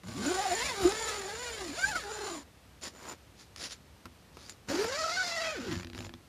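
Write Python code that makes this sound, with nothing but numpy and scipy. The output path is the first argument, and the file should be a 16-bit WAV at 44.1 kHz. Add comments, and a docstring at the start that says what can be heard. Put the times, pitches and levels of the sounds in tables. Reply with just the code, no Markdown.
"""A nylon tent door is unzipped close by in two long rasping runs, with a few short tugs between and around them.
Inside the tent, near a phone microphone, each tooth under the slider clicks, scrapes and flexes the taut cloth.
The metal pull tab jingles, the tape snaps, and the last teeth let go one by one.
The loose door rustles softly during the first run, and a quiet outdoor background lies beneath."""
import sys
import numpy as np
from scipy import signal
from scipy.fft import rfft, irfft
from scipy.io import wavfile
from scipy.ndimage import uniform_filter1d, map_coordinates

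SR = 44100
rng = np.random.default_rng(int(sys.argv[2]) if len(sys.argv) > 2 else 0)


def put_to_file(sound):
    """Save the sound as 16-bit audio at rate SR, in the file named by the first command-line argument."""
    columns = np.atleast_2d(sound).T  # one column per channel
    safe = np.clip(columns, -1, 1)
    whole_steps = np.round(safe * 32767)
    wavfile.write(sys.argv[1], SR, whole_steps.astype(np.int16))


N = 276992
T = np.arange(N) / SR

# The slider's first long pull. Each row: time in seconds, teeth per second in Hz, drive in dB.
FIRST_PULL = [(0.03, 97.6, -52.5), (0.15, 116.3, -49), (0.26, 270.1, -38.5), (0.3, 342.7, -38),
              (0.43, 409.6, -39.5), (0.53, 345.3, -37), (0.56, 432.3, -41), (0.595, 465, -36.5),
              (0.66, 579, -37.5), (0.77, 401, -43), (0.86, 349.4, -38), (0.93, 443.6, -40),
              (1.1, 441.7, -39), (1.25, 373, -46), (1.43, 504.6, -44.5), (1.59, 419, -45),
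              (1.72, 259.8, -47), (1.79, 712, -42), (1.9, 880, -39.5), (1.942, 680, -47),
              (1.96, 739.5, -39.5), (2.04, 402.5, -48.5), (2.26, 423.8, -45.5), (2.37, 291.3, -47),
              (2.44, 252.7, -63)]
# Colour of its teeth. Each row: frequency in Hz, relative gain in dB.
FIRST_RASP = [(200, -3.5), (600, 16), (1400, 7), (2700, 4.5), (4600, 7), (6100, 2.5), (7300, -1),
              (8100, -6), (9800, 0), (12000, -15.5), (14000, -9)]
# How the taut cloth answers a push. Each row: frequency in Hz, relative gain in dB.
FIRST_CLOTH = [(120, 6), (280, 4), (350, 5), (420, -3), (540, -11.5), (790, -8.5), (1050, -15.5),
               (1550, -0.5), (1800, -14.5)]
# The tape beside the slider resonates as its tension and free length change.
# Each row: time in seconds, centre in Hz, level over the drive in dB.
FIRST_TAPE = [(0.35, 1190, -7.5), (0.67, 2000, -7), (0.85, 1180, -9.5), (1.15, 1597, -8), (1.48, 1650, -5),
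              (1.86, 2040, -15.5), (2.05, 1400, -4.5), (2.3, 1090, -5.5)]
# How unevenly the teeth pass, fraying at the end. Each row: time in seconds, share of a tooth period.
FIRST_UNEVEN = [(1.2, .02), (1.45, .012), (1.9, .016), (2.3, .042)]


def first_run():
    """The longer pull, whose teeth scrape for longer over a strongly swinging cloth."""
    return zip_run(FIRST_PULL, FIRST_RASP, FIRST_CLOTH, [FIRST_TAPE], FIRST_UNEVEN, scrape_s=0.011,
                   rasp_db=1, panel_db=1.0, swing_db=1.5, octave_db=3.5)


# The slider's second long pull. Each row: time in seconds, teeth per second in Hz, drive in dB.
SECOND_PULL = [(4.68, 198.4, -28.5), (4.716, 290.4, -43), (4.772, 360, -41), (4.824, 437.3, -40.5),
               (4.875, 473.6, -42), (4.998, 651.6, -38), (5.074, 645, -39.5), (5.19, 751, -39.5),
               (5.34, 662, -40.5), (5.47, 645.3, -38), (5.535, 598.6, -46), (5.595, 270.9, -45.5),
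               (5.65, 213.5, -46.5), (5.722, 166.2, -42.5), (5.765, 90, -45), (5.84, 88.45, -48.5)]
# Colour of its teeth. Each row: frequency in Hz, relative gain in dB.
SECOND_RASP = [(200, 10.5), (900, 10), (1400, 6.5), (2000, 5), (2900, 5.5), (4800, 2.5), (6000, -4.5),
               (7200, -9), (8200, -28), (9800, -12), (12000, -16.5)]
# How the taut cloth answers a push. Each row: frequency in Hz, relative gain in dB.
SECOND_CLOTH = [(90, 5.5), (180, 2), (400, 10), (490, 1), (640, -2.5), (780, -13.5), (1100, -34),
                (1300, -6), (1520, -8.5)]
# Resonance of the tape. Each row: time in seconds, centre in Hz, level over the drive in dB.
SECOND_TAPE = [(4.8, 1330, -9), (5.25, 1580, -8.5), (5.47, 1713, 2), (5.62, 1405, -9.5)]
# The slider body rings, most at full speed. Each row: time in seconds, centre in Hz, level over the drive in dB.
SLIDER_BODY = [(4.95, 4570, -3.5), (5.23, 4120, 1), (5.55, 4640, -10.5)]
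# How unevenly the teeth pass, settling down. Each row: time in seconds, share of a tooth period.
SECOND_UNEVEN = [(4.85, .032), (5.25, .018)]


def second_run():
    """The shorter pull, with brief scrapes and the slider body ringing."""
    return zip_run(SECOND_PULL, SECOND_RASP, SECOND_CLOTH, [SECOND_TAPE, SLIDER_BODY], SECOND_UNEVEN,
                   scrape_s=0.0031, rasp_db=0.5, panel_db=5.5, swing_db=1.0, octave_db=-2.5)


CLICKING_HZ = 335  # above this tooth rate clean clicks take over from scraping
# Modes of the stretched door panel. Each row: frequency in Hz, 60 dB decay in seconds, relative level in dB.
PANEL_MODES = [(99.3, 0.17, 2.5), (183, 0.14, -4.5), (247.6, 0.15, 6), (340, 0.14, 6), (572, 0.041, -5)]


def zip_run(pull, rasp_colour, cloth, resonances, unevenness, scrape_s, rasp_db, panel_db, swing_db, octave_db):
    """One pull of the slider: a click and a scrape per tooth, and the cloth swinging at the tooth rate."""
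    hz = curve(pull)
    at_rate, at_octave = answer(hz, cloth), answer(2 * hz, cloth)
    scrape_share = 1 / (1 + (hz / CLICKING_HZ) ** 2)

    # a slow slider sticks and slips, a fast one runs evenly
    slow = 1 / (1 + (hz / 275) ** 4)
    uneven = curve(unevenness)
    fast_wander = (uneven + .1 * slow ** 1.5) * walk(210)
    slow_wander = .45 * uneven * walk(45)
    hz = hz * np.exp(fast_wander + slow_wander)

    # one tooth each time the phase passes a whole number, a little early or late
    phase = np.cumsum(hz) / SR
    tooth = np.arange(1, int(phase[-1]))
    times = np.interp(tooth, phase, T)
    chance = rng.standard_normal((len(times), 2))
    late = np.interp(times, T, uneven + .06 * slow) * chance[:, 0]
    sizes = undb(2.4 * chance[:, 1]) / np.sqrt(np.interp(times, T, hz))
    teeth = impulses(np.interp(tooth + late, phase, T), sizes)

    # the hard clicks are bright; the scraping carries the low end and takes over at low speed
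    reflected = folds(teeth, reach_s=.006, drift_s=.00022)
    clicks = steady(colour(reflected, [(500, -14), (1200, 0), (9000, 0)]))
    rub = unit(scrape(teeth, scrape_s))
    mixed = np.sqrt(1 - scrape_share) * clicks + np.sqrt(scrape_share) * rub
    rasp = undb(rasp_db) * unit(colour(mixed, rasp_colour))
    buzz = sum(resonate(clicks, rows) for rows in resonances)
    # slow teeth shake the whole panel
    panel = undb(panel_db) * slow * unit(ring(rub, PANEL_MODES))
    force = swell(pull) * undb(.8 * walk(45))

    # the cloth swings at the tooth rate and at twice that rate
    flutter = undb(swing_db + 3 * walk(110))
    first = swell(pull) * at_rate * tautness(axis=2) * flutter * np.sin(2 * np.pi * phase)
    octave_flutter = undb(octave_db + 4.0 * walk(70))
    second = swell(pull) * at_octave * tautness(axis=3) * octave_flutter * np.sin(4 * np.pi * phase)
    # slow teeth swing the cloth less
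    swing = np.sqrt(2) * (1 - 0.57 * slow) * (first + second)
    return force * (rasp + buzz + panel) + swing


RUN_ATTACK_S, RUN_RELEASE_S = 0.035, 0.0087  # gain ramps at the two ends of a run


def swell(rows):
    """Gain from the slider's drive column, ramped at both ends and silent outside the run."""
    gate = np.minimum((T - rows[0][0]) / RUN_ATTACK_S, (rows[-1][0] - T) / RUN_RELEASE_S)
    return undb(curve(rows, axis=2)) * np.clip(gate, 0, 1)


def answer(hz, cloth):
    """Gain of the cloth when it is pushed at this frequency."""
    points_hz, db = np.transpose(cloth)
    return undb(np.interp(np.log(hz), np.log(points_hz), db))


# The door pulls taut for a moment and drones, at the tooth rate, at twice that rate, or both.
# Each row: time in seconds, half length in seconds, change of swing at the tooth rate in dB,
# change at twice that rate in dB.
TAUT_MOMENTS = [(0.285, 0.031, 5.5, 7), (0.452, 0.097, -11, 11), (0.866, 0.039, 12.5, 4.5),
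                (1.85, 0.015, -24, 10), (1.96, .022, 1, 7), (2.089, 0.053, 7.5, 3.5),
                (2.222, 0.043, 6.5, 7.5), (4.827, 0.022, 6, 11), (5.069, 0.043, 5, 13.5),
                (5.204, 0.034, 4, 21)]


def tautness(axis):
    """Change of the cloth's swing, from one dB column, while the door is pulled taut."""
    return undb(sum(row[axis] * np.exp(-((T - row[0]) / row[1]) ** 2) for row in TAUT_MOMENTS))


TAPE_WIDTH = 0.33  # half width of a resonance, as a share of its centre


def resonate(x, rows):
    """A broad resonance whose centre and strength follow a curve."""
    # resample to 32 steps per cycle of the centre, so that one fixed filter follows it
    turn = np.cumsum(curve(rows)) / SR
    even = np.arange(0, turn[-1], 1 / 32)
    b, a = signal.iirpeak(1, .5 / TAPE_WIDTH, fs=32)
    once = signal.lfilter(b, a, np.interp(even, turn, x))
    rung = signal.lfilter(b, a, once)
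    return undb(curve(rows, axis=2)) * steady(np.interp(turn, even, rung))


# The last teeth let go one by one. Each row: time in seconds, relative strength in dB.
FINAL_CLICKS = [(5.847, -29), (5.871, -33.5), (5.9001, -34.5), (5.933, -33), (5.9486, -30), (5.9789, -29),
                (5.9895, -30), (6.0059, -29), (6.0262, -36), (6.0485, -30.5), (6.0671, -34),
                (6.0938, -32.5), (6.139, -32.5)]


def last_teeth():
    """The slider creeps to a halt: each tooth clicks sharply and rumbles the panel, most in its lowest mode."""
    s, db = np.transpose(FINAL_CLICKS)
    clicks = impulses(s, undb(db))
    grit = .9 * clicks + 1.1 * scrape(clicks, .0016)
    upper_panel = undb(-18.5) * ring(clicks, PANEL_MODES[1:])
    lowest_panel = undb(-14.5) * ring(clicks, PANEL_MODES[:1])
    return undb(9.0) * colour(grit, SECOND_RASP) + upper_panel + lowest_panel


# Colour of the nylon hiss. 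Each row: frequency in Hz, relative gain in dB.
NYLON_HISS = [(1300, 5.5), (3000, 3.5), (5000, 9.5), (7200, 1), (8000, -10.5), (10000, -1.5),
              (14000, -24.5)]
# Colour of the duller cloth body. Each row: frequency in Hz, relative gain in dB.
CLOTH_BODY = [(250, 9), (700, 5), (1300, 4), (2500, -4), (6000, -17.5)]


def tugs():
    """The slider catches and the nylon rubs: dense irregular grains, bright on the weave, dull in the panel."""
    rub = scrape(grains(1700, 3.4), .0012)
    hiss = undb(2.0) * unit(colour(rub, NYLON_HISS)) * tug_gain(axis=3)
    body = undb(3.0) * unit(colour(rub, CLOTH_BODY)) * tug_gain(axis=4)
    return hiss + body


TUG_DEPTH_DB, TUG_RELEASE_S = 15.5, 0.028  # a tug swells by this much, and falls as far in the release time
# Short tugs and shifts of grip on the nylon. Each row: start in seconds, attack in seconds, hold in seconds,
# then relative levels in dB of the nylon hiss, the cloth body and the pull tab.
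GRIP_TUGS = [(2.812, 0.018, 0.047, -47, -48.5, -47), (2.936, .15, 0.037, -56, -47, -51),
             (3.367, 0.039, .016, -56, -65, -64), (3.56, 0.063, 0.043, -43, -50, -56),
             (3.696, 0.016, 0.016, -47, -58, -57), (4.326, 0.094, 0.1, -58.5, -60.5, -69),
             (4.673, 0.027, 0.15, -50, -43.5, -77), (5.93, 0.031, 0.1, -61, -57.5, -61.5)]


def tug_gain(axis):
    """Gain from one dB column of the tugs: every tug swells, holds and lets go."""
    gain = 0
    for row in GRIP_TUGS:
        age, attack, hold = T - row[0], row[1], row[2]
        rise = np.maximum(1 - age / attack, 0)
        fall = np.maximum(age - attack - hold, 0) / TUG_RELEASE_S
        gain = gain + (age > 0) * undb(row[axis] - TUG_DEPTH_DB * (rise + fall))
    return gain


# Snaps of the tape. Each row: time in seconds, relative strength of the crack in dB, of the cloth thump in dB.
TAPE_SNAPS = [(0.035, -41, -51), (0.9215, -15, -48), (1.957, -23, -42), (3.562, -21, -57),
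              (4.0562, -30, -45), (4.37, -35, -52), (4.496, -21, -60), (4.843, -26, -37)]


def snaps():
    """The tape jerks free: a dry crack on the weave, while the panel knocks and thumps."""
    s, db, thump_db = np.transpose(TAPE_SNAPS)
    clicks, pushes = impulses(s, undb(db)), impulses(s, undb(thump_db))
    crack = colour(clicks + undb(-5) * scrape(clicks, .005), NYLON_HISS)
    knock = colour(pushes + undb(9.5) * scrape(pushes, 0.0054), CLOTH_BODY)
    thump = ring(pushes, PANEL_MODES)
    return crack + undb(24.5) * knock + undb(-7.5) * thump


# Modes of the metal pull tab. Each row: frequency in Hz, 60 dB decay in seconds, relative level in dB.
TAB_MODES = [(7010, .04, 0), (7190, .02, -3), (8940, .035, -12)]
# Harder knocks of the tab on the slider. Each row: time in seconds, relative strength in dB.
TAB_KNOCKS = [(0.2623, -40.5), (0.55, -40), (0.89, -40), (2.835, -43), (4.495, -45), (4.88, -48.5),
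              (5.985, -56)]


def pull_tab():
    """The tab chatters as the slider moves and rings at harder knocks; gentle tugs stir only its lowest modes."""
    shake = undb(-6) * swell(FIRST_PULL) + undb(-12.5) * swell(SECOND_PULL)
    rattle = grains(700, 3) * undb(2.5 * walk(22))
    run_chatter = shake * unit(ring(rattle, TAB_MODES))
    tug_chatter = tug_gain(axis=5) * unit(ring(rattle, TAB_MODES[:2]))
    s, db = np.transpose(TAB_KNOCKS)
    knocks = ring(scrape(impulses(s, undb(db)), 0.0092), TAB_MODES)
    return run_chatter + tug_chatter + undb(13) * knocks


# The loose door billows. Each row: time in seconds, half length in seconds, half of the rise in dB.
DOOR_BILLOWS = [(0.831, 0.034, 8.5), (1.88, .11, 2)]


def flapping():
    """The loose door sways and rumbles softly during the first run, more where it billows."""
    half_rise_db = sum(db * np.exp(-((T - s) / half) ** 2) for s, half, db in DOOR_BILLOWS)
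    effort = np.sqrt(swell(FIRST_PULL) * curve(FIRST_PULL) / 500) * undb(2 * half_rise_db)
    sway = colour(rng.standard_normal(N), [(66, -0.5), (90, -14.5), (250, -15.0), (2000, -40.5)])
    return undb(-33.5) * effort * unit(sway) * undb(2 * walk(9.34))


OUTSIDE_DB = -57  # middle level of the background
# Colour of the outdoor background. Each row: frequency in Hz, relative gain in dB.
OUTSIDE_COLOUR = [(40, -12.5), (70, -1), (130, -9), (390, -16), (1100, -22), (4100, -27.5), (8200, -34),
                  (14000, -38)]


def outside():
    """Quiet outdoor background through the tent wall: coloured noise with a slightly wavering level."""
    return undb(OUTSIDE_DB + 0.23 * walk(54)) * unit(colour(rng.standard_normal(N), OUTSIDE_COLOUR))


def folds(x, reach_s, drift_s, count=6):
    """Reflections from moving folds of cloth: short paths whose lengths keep changing."""
    lags = reach_s * (np.arange(count) + rng.random(count)) / count
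    paths = ((-1) ** k * np.interp(T - lag - drift_s * walk(6), T, x) for k, lag in enumerate(lags))
    return sum(paths) / np.sqrt(count)


def scrape(clicks, decay_s):
    """A burst of friction noise that swells and fades at each click, with the click's energy."""
    keep = np.exp(-2 / (decay_s * SR))
    fading = signal.lfilter([1 - keep], [1, -keep], clicks ** 2)
    energy = uniform_filter1d(fading, size=48)
    return np.sqrt(np.abs(energy)) * rng.standard_normal(N)


def grains(rate, spread_db):
    """Random tiny contacts of uneven size, `rate` a second on average."""
    return (rng.random(N) < rate / SR) * undb(spread_db * rng.standard_normal(N))


def impulses(times, sizes):
    """Clicks, each shared between two samples to fall at its exact time."""
    out, at = np.zeros(N), np.clip(times * SR, 0, N - 2)
    whole = at.astype(int)
    np.add.at(out, whole, sizes * (1 - at + whole))
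    np.add.at(out, whole + 1, sizes * (at - whole))
    return out


def ring(x, modes):
    """Drive a set of decaying sine modes."""
    t = T[:SR // 2]
    response = 0
    for hz, t60, db in modes:
        decay = np.exp(-np.log(1000) * t / t60)
        response = response + undb(db) * decay * np.sin(2 * np.pi * hz * t)
    return signal.fftconvolve(x, response)[:N]


def colour(x, points):
    """Causal minimum-phase filter through the given (Hz, dB) points, falling away below the first."""
    hz, db = np.transpose(points)
    grid = np.maximum(np.fft.rfftfreq(4096, 1 / SR), 1)
    below = np.minimum(grid / hz[0], 1) ** 2
    gain = below * undb(np.interp(np.log(grid), np.log(hz), db))
    # folding the cepstrum onto positive times makes the response causal
    cepstrum = irfft(np.log(gain))
    fold = 1 + np.sign(np.fft.fftfreq(len(cepstrum)))
    response = irfft(np.exp(rfft(cepstrum * fold)))
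    return signal.fftconvolve(x, response)[:N]


def steady(x):
    """Even out the level over a few tens of milliseconds, keeping the grain."""
    return x / np.sqrt(np.abs(uniform_filter1d(x ** 2, size=1800)) + 1e-12)


def walk(rate):
    """Smooth chance that changes `rate` times a second; rms 1."""
    steps = rng.standard_normal(N)
    return unit(map_coordinates(steps, [T * rate], order=1))


def curve(rows, axis=1):
    """One column of a table, joined by straight lines in time."""
    rows = np.array(rows)
    return np.interp(T, rows[:, 0], rows[:, axis])


def unit(x):
    """Scale to rms 1."""
    return x / np.sqrt(np.mean(x ** 2) + 1e-18)


def undb(db):
    """Decibels to gain."""
    return 10 ** (np.asarray(db) / 20)


def scene():
    """All sources in the tent, with reflections off its walls; only the treble differs between left and right."""
    zipper = first_run() + second_run() + last_teeth()
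    near = zipper + tugs() + snaps() + pull_tab() + flapping()
    walls = undb(-12) * folds(near, reach_s=.014, drift_s=.0004)
    mid = near + walls + outside()
    spread = folds(mid, reach_s=.003, drift_s=0.000376)
    side = colour(spread, [(2000, -73), (4000, -58.0), (6000, -21.5), (9000, -7.0), (13000, -4.0)])
    return np.array([mid + side, mid - side])


def record(dry):
    """The phone drops the deep bass below 46 Hz and cuts the top steeply above 14350 Hz."""
    thin = signal.sosfilt(signal.butter(4, 46, "high", fs=SR, output="sos"), dry)
    return signal.sosfilt(signal.ellip(12, .2, 70, 14350, fs=SR, output="sos"), thin)


dry = scene()
out = record(dry)
put_to_file(out)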